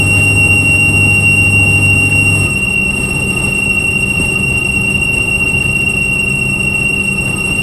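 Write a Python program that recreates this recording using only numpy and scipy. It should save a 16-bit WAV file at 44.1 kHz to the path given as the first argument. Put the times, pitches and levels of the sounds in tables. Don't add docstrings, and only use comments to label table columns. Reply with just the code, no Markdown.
import sys
import numpy as np
from scipy import signal
from scipy.fft import rfft, irfft, next_fast_len
from scipy.io import wavfile
from scipy.ndimage import uniform_filter1d, minimum_filter1d

SR = 44100
rng = np.random.default_rng(int(sys.argv[2]) if len(sys.argv) > 2 else 0)


def to_wav(s):
    ch = np.atleast_2d(s).T
    pcm = np.round(np.clip(ch, -1, 1) * 32767)
    wavfile.write(sys.argv[1], SR, pcm.astype(np.int16))


N = 336042
T = np.arange(N) / SR
CHANGE_S = 2.467


def fast_pass(turns_per_s=3.408):
    # (time [s], pitch [Hz], level [dB])
    cut = [(0, 2755, -12.5), (0.5, 2753, -10.0), (0.95, 2754, -11.0), (1.3, 2756, -10.0),
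           (2.25, 2752, -11.5), (2.45, 2745, -14)]
    # (frequency [Hz], level [dB])
    hum = [(100, -17), (145.3, -26), (200, -29), (249.5, -33.5), (277, -31), (300, -32), (400, -34),
           (424.7, -40.5), (500.5, -44), (600.4, -42.5), (799.5, -47), (822.2, -36.5), (1256, -54),
           (2180, -60.5)]
    # (frequency [Hz], relative density [dB])
    rumble = [(10, -34), (25, -3), (55, -1.5), (88, 9), (118, -10), (155, 6), (190, -0.5), (280, -1),
              (450, -9.5), (900, -15), (1100, -21), (1230, -15), (1500, -29), (3000, -64)]
    ring = scattered(throb(turns_per_s, blur_hz=55), share=.025, width_hz=24, hold_s=.29)
    bar = cutting(cut, ring, waver_hz=5.4, smear=.37, smear_hz=55,
                  rasp_db=-30.5, shake_db=-30.5, overtones_db=-25.5, hiss_db=-39)
    motor = drive(hum, rumble, rumble_db=-20.5, unsteady=.27, unsteady_hz=6)
    return bar + motor + whine(hz=1245, db=-44, swell=0, wander_db=.5)


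def slow_pass(turns_per_s=3.027):
    # (time [s], pitch [Hz], level [dB])
    cut = [(2.49, 2750, -16.5), (2.8, 2759, -12.5), (3.0, 2751, -17.5), (3.4, 2757, -16.5),
           (3.7, 2757, -13.0), (4.15, 2757, -15.0), (5.4, 2758, -13.5), (6.2, 2754, -14.0),
           (6.5, 2746, -15.5), (6.9, 2757, -13.5), (7.35, 2751, -18.0), (7.62, 2756, -14.0)]
    # (frequency [Hz], level [dB])
    hum = [(50, -51.5), (79, -41.5), (131.5, -28), (145, -37.5), (195.5, -27.5), (341, -60), (359, -40.5),
           (391, -34), (586, -48), (774.3, -53.5), (863, -46), (2180, -72.5)]
    # (frequency [Hz], relative density [dB])
    rumble = [(10, -7), (30, -2), (55, 5.5), (85, 6.5), (160, 5), (220, 1), (380, -2.5), (450, -7.5),
              (600, -11.5), (900, -12.5), (1060, -20.5), (1200, -12.5), (1500, -27.5), (3000, -60)]
    ring = scattered(beating(turns_per_s), share=.11, width_hz=32, hold_s=.11)
    bar = cutting(cut, ring, waver_hz=3.5, smear=1.84, smear_hz=43,
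                  rasp_db=-31.5, shake_db=-30, overtones_db=-28.5, hiss_db=-40.5)
    motor = drive(hum, rumble, rumble_db=-21, unsteady=.37, unsteady_hz=7)
    return bar + motor + whine(hz=1245, db=-45, swell=.6, wander_db=3)


def cutting(cut, ring, waver_hz, smear, smear_hz, rasp_db, shake_db, overtones_db, hiss_db):
    # (chatter multiple, high-mode multiple, Doppler [Hz], relative level [dB], scatter weight)
    partials = [(2, 0, -2, -11, 0.32), (3, 0, 3, 0.5, 0.19), (4, 0, 19, -7.5, 0.8), (5, 0, 26, -22, .6),
                (0, 1, 4, -17.5, .5), (1, 1, 7, -40.5, .3)]
    # (frequency [Hz], relative density [dB])
    hiss_spectrum = [(600, -10), (1700, 4.5), (2200, 8), (3000, 5), (3900, -0.5), (5000, -1), (6800, -11.5),
                     (8300, -7.5), (9300, -20.5), (10000, -28), (11300, -10), (13500, -13), (14400, -32.5),
                     (15300, -49)]
    high_mode_hz, shake_hz = 12960, 145.3
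    pitch_hz, squeal_db = curves(cut)
    load = load_db()
    chatter = phasor(pitch_hz + waver_hz * drift(14) + 3.1 * drift(150))
    high_mode = phasor(high_mode_hz + 10 * drift(30))
    shake = amp(shake_db) * np.exp(-2j * np.pi * shake_hz * T) * scattered(1, share=.24, width_hz=25)
    squeal = chatter * (ring + shake + amp(rasp_db) * flutter(170))
    grip = amp(.34 * drift(59)) * (1 + amp(-17.5) * flutter(260))
    overtones = 0
    for k, m, doppler_hz, db, scatter in partials:
        partial = chatter ** round(k) * high_mode ** round(m) * np.exp(2j * np.pi * doppler_hz * T)
        overtones += amp(db) * partial * scattered(.89, scatter * smear, smear_hz)
    tone = amp(squeal_db) * squeal + amp(overtones_db + .85 * load) * evened(grip * overtones)
    hiss = amp(hiss_db + .86 * load + 1.3 * drift(24)) * noise(hiss_spectrum)
    return np.sqrt(2) * tone.real + hiss


def throb(turns_per_s, blur_hz):
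    nodes = [(.155, -0.069, 0.71), (.64, 0.016, 0.85), (.87, -0.0059, 1)]
    turn = np.arange(1024) / 1024
    orders = np.fft.fftfreq(1024, 1 / 1024)
    gain = 1
    for place, width, depth in nodes:
        offset = np.tan(np.pi * (turn - place)) / np.pi
        gain *= 1 - depth * width / (width + 1j * offset)
    rounding = np.exp(-(orders * turns_per_s / blur_hz) ** 2)
    gain = np.fft.ifft(np.fft.fft(gain) * rounding)
    return evened(np.interp(turns_per_s * T, turn, gain, period=1))


def beating(turns_per_s):
    # (offset from the chatter [turn rates], relative level [dB])
    waves = [(-10, -13), (-9, -12), (-8, -5), (-7, -6), (-4, 0), (-3, 0), (-1, -5), (0, -4), (1, -1),
             (2, -10), (4, -11), (5, -5), (6, -7), (10, -12), (15, -18)]
    turns = turns_per_s * T
    ring = evened(sum(amp(db) * np.exp(2j * np.pi * (k * turns + rng.random())) for k, db in waves))
    capped = ring / np.sqrt(.5 + abs(ring) ** 2)
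    node_phase = 2 * np.pi * 9 * turns
    pulse = 1 + .36 * np.cos(node_phase) - .16 * np.cos(2 * node_phase)
    return evened(capped * pulse)


def scattered(direct, share, width_hz, hold_s=.14):
    share = np.clip(share, 0, .9)
    tone = np.sqrt(1 - share) * direct + np.sqrt(share) * flutter(width_hz)
    return tone / np.sqrt(uniform_filter1d(abs(tone) ** 2, size=int(hold_s * SR)))


def load_db(easing_db_per_s=.34):
    # (time [s], half length [s], load [dB])
    bites = [(.2, 0.26, 1.6), (2.4, .13, 3), (2.79, .12, -3), (3.08, .14, 3), (3.43, .15, 3),
             (4.23, 0.084, 4), (5.2, .1, 1.5), (7.42, 0.24, 3)]
    into_pass_s = np.where(T < CHANGE_S, T, T - CHANGE_S)
    return bumps(bites) - easing_db_per_s * into_pass_s


def drive(hum, rumble, rumble_db, unsteady, unsteady_hz):
    # (time [s], rumble boost [dB])
    thuds = [(.52, 2), (1.07, 1), (1.62, 1.5), (3.44, 2), (5.539, 1.5), (7.301, 2.5)]
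    thud_half_s = .05
    speed = 1 + .0011 * drift(3.7)
    tones = 0
    for hz, db in hum:
        rotation = np.exp(2j * np.pi * rng.random()) * phasor(hz * speed)
        tones += amp(db) * (rotation * (1 + unsteady * flutter(unsteady_hz))).real
    thuds_db = bumps((s, thud_half_s, db) for s, db in thuds)
    bearings_db = rumble_db + .7 * load_db() + thuds_db + .75 * drift(19)
    return np.sqrt(2) * tones + amp(bearings_db) * noise(rumble)


def whine(hz, db, swell, wander_db, swells_per_s=4.66):
    shaft = 1 + swell * np.cos(2 * np.pi * swells_per_s * (T - CHANGE_S))
    level_db = db + .74 * load_db() + wander_db * drift(18)
    return amp(level_db) * shaft * evened(phasor(hz + 6 * drift(12)).real)


def chips(per_s, spread_db, t60_s, dull_hz):
    # (time [s], level [dB])
    spray = [(0, -56), (2.4, -49), (2.8, -61), (5, -59), (7.1, -61), (7.4, -45), (7.62, -47)]
    # (frequency [Hz], relative density [dB])
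    colour = [(500, -12), (1400, 6), (3000, 3.5), (5000, -4), (7000, -12.5), (9700, -19), (11500, -7.5),
              (13500, -10.5), (15300, -40)]
    # (time [s], level [dB], half length [s])
    scrapes = [(0.184, -35.5, .04), (.74, -41, .03), (2.11, -35, 0.031), (5.47, -41, 0.018),
               (5.642, -39, 0.025), (6.862, -44, 0.026), (7.297, -32, 0.024)]
    snaps = (rng.random(N) < per_s / SR) * amp(spread_db * np.minimum(rng.exponential(1, N), 4))
    decay = amp(-60 * T[:2048] / t60_s)
    bursts = evened(signal.oaconvolve(snaps, decay)[:N])
    crackle = bursts * noise(colour)
    dull = signal.lfilter(*signal.butter(1, dull_hz, fs=SR), bursts * noise(colour))
    scrape_gain = bumps((s, half_s, amp(db)) for s, db, half_s in scrapes)
    return amp(curves(spray)[0]) * crackle + scrape_gain * evened(dull)


def click(hz, db, t60_s, rise_s=.001):
    age_s = np.maximum(T - CHANGE_S, 0)
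    rise = 1 - np.exp(-age_s / rise_s)
    return amp(db - 60 * age_s / t60_s) * rise * np.sin(2 * np.pi * hz * age_s)


def treble_width(x, above_hz, side_db, delay_s=.013):
    treble = signal.sosfilt(signal.butter(12, above_hz, "high", fs=SR, output="sos"), x)
    side = amp(side_db) * np.interp(T - delay_s, T, treble, left=0)
    return np.array([x + side, x - side])


def amp(db):
    return 10 ** (np.asarray(db) / 20)


def evened(x):
    return x / np.sqrt(np.mean(abs(x) ** 2) + 1e-20)


def curves(rows):
    times_s, *columns = np.transpose(rows)
    return [np.interp(T, times_s, column) for column in columns]


def bumps(rows):
    return sum(height * np.exp(-((T - s) / half_s) ** 2) for s, half_s, height in rows)


def noise(spectrum):
    hz, db = np.transpose(spectrum)
    bins_hz = np.fft.rfftfreq(N, 1 / SR)
    gain = amp(np.interp(np.log(bins_hz + 1), np.log(hz), db))
    return evened(irfft(rfft(rng.standard_normal(N)) * gain, N))


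def flutter(width_hz):
    size = next_fast_len(N)
    white = rng.standard_normal(size) + 1j * rng.standard_normal(size)
    falloff = np.exp(-abs(np.fft.fftfreq(size, 1 / SR) / width_hz) ** .96)
    return evened(np.fft.ifft(white * falloff)[:N])


def drift(width_hz):
    return evened(flutter(width_hz).real)


def phasor(hz):
    return np.exp(2j * np.pi * np.cumsum(hz) / SR)


def scene():
    change = .5 + .5 * np.tanh((T - CHANGE_S) / .0012)
    lathe = (1 - change) * fast_pass() + change * slow_pass()
    lathe += click(hz=2970, db=-24, t60_s=.019)
    lathe += chips(per_s=490, spread_db=.5, t60_s=.02, dull_hz=3200)
    return treble_width(lathe, above_hz=12300, side_db=-2.5)


def record(dry):
    window_samples, cutoff_hz = 441, 15800
    safe_gain = 1 / np.maximum(abs(dry).max(axis=0), 1)
    gain = uniform_filter1d(minimum_filter1d(safe_gain, size=window_samples), size=window_samples)
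    lowpass = signal.firwin(1023, cutoff_hz, window=("kaiser", 9), fs=SR)
    return signal.oaconvolve(dry * gain, lowpass[None], "same")


dry = scene()
out = record(dry)
to_wav(out)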